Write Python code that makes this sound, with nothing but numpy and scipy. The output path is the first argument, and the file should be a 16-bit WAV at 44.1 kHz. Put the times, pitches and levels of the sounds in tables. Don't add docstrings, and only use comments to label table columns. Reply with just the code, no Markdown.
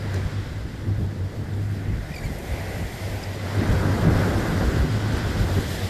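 import sys
import numpy as np
from scipy import signal
from scipy.fft import rfft, irfft
from scipy.io import wavfile
from scipy.ndimage import uniform_filter1d

SR = 44100
rng = np.random.default_rng(int(sys.argv[2]) if len(sys.argv) > 2 else 0)


def int16_out(signal):
    q = np.round(np.clip(np.atleast_2d(signal).T, -1, 1) * 32767)
    wavfile.write(sys.argv[1], SR, q.astype(np.int16))


N = 259749

# [t/s, roar level/dB, tumble level/dB]
BREAKER = [(0, -35, -51), (.25, -37, -47.5), (.8, -36.5, -54.5), (1.05, -33, -55.5), (1.8, -33, -59.5),
           (2.1, -37, -56.5), (2.8, -34, -64), (2.9, -39, -55), (3.3, -36, -53), (3.5, -33, -44),
           (3.62, -25.5, -43.5), (3.8, -25, -36), (4.2, -23.5, -41.5), (4.65, -26, -39.5),
           (5.05, -28.5, -43), (5.55, -29, -44.5), (5.89, -32.5, -50)]
# [t/s, peak level/dB, width at half height/s]
SLAMS = [(0.064, -31.5, 0.046), (0.174, -29, .06), (0.659, -32, 0.024), (.9, -34, 0.082),
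         (1.016, -28, 0.061), (3.61, -23, .04), (3.748, -21, 0.049), (4.076, -20, 0.06), (4.45, -22.5, .08),
         (4.613, -20.5, .025), (5.16, -25, 0.043), (5.586, -19.5, .03)]
# [t/s, peak level/dB, width at half height/s]
LUMPS = [(2.17, -58, .03), (3.524, -39.5, 0.044), (3.883, -36, 0.036), (4.812, -37, 0.065),
         (5.169, -41, 0.084), (5.508, -40, 0.076)]
# [f/Hz, level/dB]
ROAR_SPECTRUM = [(50, -12), (100, 3), (160, 2.5), (260, -1), (400, -4), (700, -15.5), (1000, -17),
                 (1500, -30.5), (2100, -28), (2600, -31), (5000, -35.5), (14000, -46.5)]
# [t/s, slosh level/dB, swash level/dB, foam level/dB, finest fizz level/dB]
WASH = [(0, -44.5, -44.5, -48, -59), (.17, -42, -42.5, -46.5, -57), (.38, -51, -47.5, -48.5, -63),
        (.93, -55, -50.5, -53, -61), (1.18, -48, -51, -53, -61.5), (1.64, -48, -47.5, -53, -57.5),
        (1.98, -47, -45.5, -52.5, -60), (2.15, -42.5, -46, -49, -53), (2.42, -41, -44.5, -49.5, -51),
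        (2.55, -37.5, -40.5, -46.5, -50.5), (2.69, -37, -40, -47, -49.5),
        (2.97, -41.5, -44.5, -47.5, -50.5), (3.07, -37.5, -43.5, -45.5, -48.5),
        (3.39, -40, -44, -45.5, -53.5), (3.67, -36, -36, -41, -49.5), (3.85, -34.5, -38, -44.5, -52),
        (4.23, -32, -34, -41, -47), (4.62, -37, -37, -42, -49), (4.95, -42, -40, -42, -53),
        (5.18, -40, -37.5, -40.5, -53), (5.46, -38.5, -40, -41.5, -49), (5.68, -40.5, -39, -39.5, -44.5),
        (5.89, -38, -43, -39, -45.5)]
# [t/s, swash centre f/Hz]
SWASH_PITCH = [(0, 1721), (1.0, 1630), (1.9, 1720), (2.6, 1970), (3.3, 1940), (3.9, 1430), (4.9, 1550),
               (5.5, 1580), (5.89, 1831)]
# [f/Hz, full width/Hz, boost/dB]
SWASH_BANDS = [(1487, 160, 4), (2006, 170, 4)]
# [f/Hz, level/dB]
FOAM_SPECTRUM = [(900, -22), (1800, 0.5), (2600, -1), (3300, 2), (4200, -0.5), (5200, -2), (6300, -8.5),
                 (8000, -11), (10600, -22), (14200, -27)]
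# [f/Hz, level/dB]
FIZZ_SPECTRUM = [(2500, -19), (5000, 0), (7300, -0.5), (9000, 0.5), (10600, -3.5), (11800, 1.5),
                 (13000, -0.5), (14200, -7)]
# [t/s, level/dB, length/s, blend from dull 0 to bright 1]
SPLASHES = [(0.141, -35, 0.005, 0.41), (.159, -43, .006, .1), (2.150, -48, .012, .9),
            (2.248, -50, .014, 0.87), (2.383, -47, .008, 1), (2.52, -55, .010, .7),
            (3.227, -40, 0.0077, .3), (5.165, -44, 0.017, .7)]
# [f/Hz, level/dB]
DULL_SPLASH = [(1500, -8), (3200, -3), (6500, -4), (10000, -29)]
# [f/Hz, level/dB]
BRIGHT_SPLASH = [(4000, -16), (8500, 2), (14000, -3)]
# [t/s, level/dB, starting f/Hz, fall as a share of f, length/s,
# second harmonic/dB, third harmonic/dB], harmonics relative to the fundamental
NOTES = [(2.117, -39, 2400, .03, .008, -20, -25), (2.139, -36, 2490, .04, 0.012, -8, -18),
         (2.161, -33.5, 2380, 0.053, 0.0091, -4, -15), (2.179, -36.5, 2400, .08, 0.012, -6, -12),
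         (2.197, -42, 2350, .04, 0.0047, -3, -20), (2.233, -39.5, 2360, 0.056, 0.024, -8, -8.5),
         (2.258, -39, 2200, 0.077, 0.016, -5, -22), (3.235, -45.5, 2570, 0.065, 0.007, 12.5, -2)]
# [t/s, rumble level/dB]
WIND = [(0, -36.5), (.8, -36), (1.3, -42.5), (1.7, -38), (2.4, -38.5), (3.0, -33), (3.55, -45), (4.0, -34),
        (4.5, -28.5), (5.0, -36), (5.4, -32), (5.89, -39)]
# [t/s, peak level/dB, width at half height/s]
THUMPS = [(0.247, -24.5, 0.058), (0.517, -32, 0.18), (1.02, -26, 0.073), (1.94, -25.5, 0.13),
          (2.28, -28.5, 0.13), (2.516, -30, 0.038), (2.82, -38, .07), (3.715, -17, 0.062), (3.83, -21, .06),
          (4.035, -22, 0.036), (4.153, -24, 0.11), (4.506, -23.5, .1), (4.67, -23, 0.1),
          (4.807, -18, 0.079), (5.151, -21, 0.045), (5.25, -25, 0.087), (5.39, -19.5, .09),
          (5.543, -28, .1)]
# [f/Hz, level/dB]
RUMBLE_SPECTRUM = [(15, -33), (25, -16), (45, 1), (65, 6), (85, -0.5), (130, -4.5), (220, -15.5),
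                   (400, -54)]
# [t/s, peak level/dB, width at half height/s]
HUM_SWELLS = [(.05, -29.5, 0.084), (0.177, -24.5, 0.12), (0.38, -25.5, 0.075), (.57, -30.5, 0.094),
              (0.754, -34.5, 0.08), (0.906, -22, 0.063), (1.035, -24, 0.15), (1.235, -24, 0.093),
              (1.41, -28, 0.048), (1.61, -25.5, .2), (1.77, -30, 0.13), (1.903, -24.5, 0.099),
              (2.706, -33.5, 0.28), (3.046, -27.5, .06), (3.145, -27.5, .08), (3.3, -28.5, 0.064),
              (3.447, -29, .12), (3.591, -22.5, 0.081), (3.667, -28, 0.064), (3.773, -24, 0.06),
              (3.893, -21, 0.12), (4.03, -25.5, 0.18), (4.189, -22, 0.16), (4.358, -29, .12),
              (4.585, -20.5, 0.066), (4.77, -22.5, 0.053), (4.939, -23, .07), (5.09, -26, 0.17),
              (5.251, -27, .05), (5.41, -27, 0.098), (5.555, -22.5, .1), (5.72, -31, 0.028),
              (5.846, -23, 0.045)]
# [t/s, f/Hz]
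HUM_PITCH = [(0, 98.83), (2.0, 99.2), (2.5, 97.5), (4.4, 98.9), (4.6, 95.9), (4.9, 108.2), (5.15, 106.1),
             (5.35, 100.6), (5.6, 93.1), (5.89, 97.5)]
# [t/s, level/dB]
UPPER_HUM = [(0, -50), (.6, -44), (.8, -44), (1.4, -39), (2.0, -45.5), (2.35, -41), (2.6, -68), (5.89, -60)]
# [f/Hz, full width/Hz, boost/dB]
HOUSING = [(1370, 77, -1), (2030, 57, 1.5), (2250, 430, 0), (4870, 320, 1.5), (5190, 120, 0),
           (7230, 370, 3)]

TUMBLE_HZ, TUMBLE_WIDTH_HZ = 1254, 450
SLOSH_HZ, SLOSH_WIDTH_HZ, SWASH_WIDTH_HZ = 576, 263, 540
TILT_DB, TILT_PER_TUMBLE, TILT_PER_SLAM = -0.5, 0.26, -0.25
EVEN_GAP_DB = -14.5
HUM_REST_DB, HUM_WIDTH_HZ = -44.5, 6.14
UPPER_HZ, UPPER_WIDTH_HZ = 148.6, 2.3
HEADROOM = 0.51
EDGE_HZ = 13920


def breaker():
    t = np.arange(N) / SR
    roar_db, tumble_db = columns(BREAKER, t)

    def roar_colour(hz, t):
        return shape(ROAR_SPECTRUM, hz) + tilt(t) * np.log2((hz + 60) / 400)

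    def tumble_colour(hz, t):
        return band_db(hz, TUMBLE_HZ, TUMBLE_WIDTH_HZ)

    roar = rush(roar_colour, swelling(roar_db, SLAMS, t), size=1024,
                patchy_db=1.34, patch_hz=300, patch_s=0.08, flicker_db=0.84, flicker_s=0.039)
    tumble = rush(tumble_colour, swelling(tumble_db, LUMPS, t), size=512,
                  patchy_db=2.0, patch_hz=250, patch_s=0.04, flicker_db=1.5, flicker_s=0.04)
    return roar + tumble


def tilt(t):
    roar_db, tumble_db = columns(BREAKER, t)
    tumble_gain_db = tumble_db - roar_db - EVEN_GAP_DB
    slam_rise_db = swelling(roar_db, SLAMS, t) - roar_db
    return TILT_DB + TILT_PER_TUMBLE * tumble_gain_db + TILT_PER_SLAM * slam_rise_db


def wash():
    slosh_db, swash_db, foam_db, fizz_db = columns(WASH, np.arange(N) / SR)

    def slosh_colour(hz, t):
        return band_db(hz, SLOSH_HZ, SLOSH_WIDTH_HZ)

    def swash_colour(hz, t):
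        centre_hz = columns(SWASH_PITCH, t)[0]
        return band_db(hz, centre_hz, SWASH_WIDTH_HZ) + peaks_db(SWASH_BANDS, hz)

    slosh = rush(slosh_colour, slosh_db, size=1024,
                 patchy_db=1.0, patch_hz=147.2, patch_s=0.028, flicker_db=0.25, flicker_s=0.045)
    swash = rush(swash_colour, swash_db, size=512,
                 patchy_db=1.5, patch_hz=200, patch_s=0.04, flicker_db=0.3, flicker_s=0.02)
    both_db = 10 * np.log10(amp(2 * foam_db) + amp(2 * fizz_db))
    foam = rush(foam_colour, both_db, size=512,
                patchy_db=1.0, patch_hz=500, patch_s=0.035, flicker_db=0.65, flicker_s=0.057)
    return slosh + swash + foam


def foam_colour(hz, t):
    foam_db, fizz_db = columns(WASH, t)[2:]
    foam_share = amp(2 * shape(FOAM_SPECTRUM, hz))
    fizz_share = amp(2 * shape(FIZZ_SPECTRUM, hz))
    foam_power = amp(2 * foam_db) * foam_share / foam_share.sum()
    fizz_power = amp(2 * fizz_db) * fizz_share / fizz_share.sum()
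    return 10 * np.log10(foam_power + fizz_power)


def splashes():
    dull, bright = spray_noise(DULL_SPLASH), spray_noise(BRIGHT_SPLASH)
    out = np.zeros(N)
    for s, db, length, fine in SPLASHES:
        u = np.arange(0, 5 * length, 1 / SR) / length
        spray = ((1 - fine) * dull + fine * bright)[round(s * SR):][:len(u)]
        puff = 2 * u * np.exp(1 - 2 * u)
        add(out, s, amp(db) * puff * spray)
    return out


def spray_noise(spectrum):
    return rush(lambda hz, t: shape(spectrum, hz), 0, size=256,
                patchy_db=1.5, patch_hz=900, patch_s=0.01, flicker_db=1, flicker_s=0.003)


def bird():
    out = np.zeros(N)
    waver, flutter = uniform_filter1d(rng.standard_normal((2, N)), 60, axis=1)
    for s, db, hz, fall, length, second_db, third_db in NOTES:
        u = np.linspace(0, 1, round(length * SR))
        here = slice(round(s * SR), round(s * SR) + len(u))
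        pitch_hz = hz * (1 - fall * u ** 1.9 + 0.15 * waver[here])
        turn = 2 * np.pi * np.cumsum(pitch_hz) / SR
        note = np.sin(turn) + amp(second_db) * np.sin(2 * turn) + amp(third_db) * np.sin(3 * turn)
        envelope = np.sin(np.pi * u) ** 0.65
        add(out, s, amp(db + 6.3 * flutter[here]) * note * envelope)
    return out


def wind():
    t = np.arange(N) / SR
    rumble_db = swelling(columns(WIND, t)[0], THUMPS, t)
    rumble = rush(lambda hz, t: shape(RUMBLE_SPECTRUM, hz), rumble_db, size=2048,
                  patchy_db=1.5, patch_hz=40, patch_s=0.06, flicker_db=1.5, flicker_s=0.057)
    hum_db = swelling(HUM_REST_DB, HUM_SWELLS, t)
    hum = amp(hum_db) * edge_tone(columns(HUM_PITCH, t)[0], HUM_WIDTH_HZ, steady=0.8)
    upper_db = columns(UPPER_HUM, t)[0]
    upper_hum = amp(upper_db) * edge_tone(UPPER_HZ, UPPER_WIDTH_HZ, steady=0.26)
    return rumble + hum + upper_hum


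def edge_tone(hz, width_hz, steady):
    f = np.fft.fftfreq(N, 1 / SR)
    a, b = rng.standard_normal((2, N))
    waver = np.fft.ifft((a + 1j * b) / (1 + (2 * f / width_hz) ** 2))
    turn = np.exp(2j * np.pi * np.cumsum(hz * np.ones(N)) / SR)
    steadied = waver / (abs(waver) + 1e-12) ** steady
    return evened((turn * steadied).real)


def rush(colour_db, level_db, size, patchy_db, patch_hz, patch_s, flicker_db, flicker_s):
    hop = size // 4
    t = np.arange(N // hop + 5) * hop / SR
    hz = np.fft.rfftfreq(size, 1 / SR)[:, None]
    a, b, patches = rng.standard_normal((len(t), len(hz), 3)).T
    patches = uniform_filter1d(patches, max(round(patch_hz * size / SR), 1), 0)
    patches = evened(uniform_filter1d(patches, max(round(patch_s * SR / hop), 1), 1))
    flicker = rng.standard_normal(len(t))
    flicker = evened(uniform_filter1d(flicker, max(round(flicker_s * SR / hop), 1)))
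    colour = amp(colour_db(hz, t) + 0 * t)
    colour = colour / np.sqrt((colour ** 2).sum(0))
    z = (a + 1j * b) * colour * amp(patchy_db * patches + flicker_db * flicker)
    noise = signal.istft(z, nperseg=size, noverlap=size - hop)[1][:N]
    return amp(level_db) * evened(noise)


def swelling(base_db, events, t):
    height = sum(amp(db) * 2 ** -(2 * (t - s) / length) ** 2 for s, db, length in events)
    return 10 * np.log10(amp(base_db) ** 2 + height ** 2)


def band_db(hz, centre_hz, width_hz):
    return -20 * np.log10(1 + ((hz - centre_hz) / width_hz) ** 2)


def peaks_db(modes, hz):
    return sum(db / (1 + (2 * (hz - f) / width) ** 2) for f, width, db in modes)


def shape(points, hz):
    f, db = np.transpose(points)
    return np.interp(np.log(hz + 1), np.log(f + 1), db)


def columns(rows, t):
    s, *values = np.transpose(rows)
    return [np.interp(t, s, v) for v in values]


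def amp(db):
    return 10 ** (np.asarray(db) / 20)


def evened(x):
    return x / np.sqrt(np.mean(x ** 2) + 1e-20)


def add(mix, s, sound):
    part = mix[round(s * SR):][:len(sound)]
    part += sound[:len(part)]


def scene():
    return (breaker() + wash() + splashes() + bird() + wind())[None]


def record(dry):
    hz = np.fft.rfftfreq(N, 1 / SR)
    coloured = irfft(rfft(dry) * amp(peaks_db(HOUSING, hz)), N)
    softened = HEADROOM * np.tanh(coloured / HEADROOM)
    lowpass = signal.firwin(1023, EDGE_HZ, window=("kaiser", 9), fs=SR)
    return signal.oaconvolve(softened, lowpass[None], "same")


dry = scene()
out = record(dry)
int16_out(out)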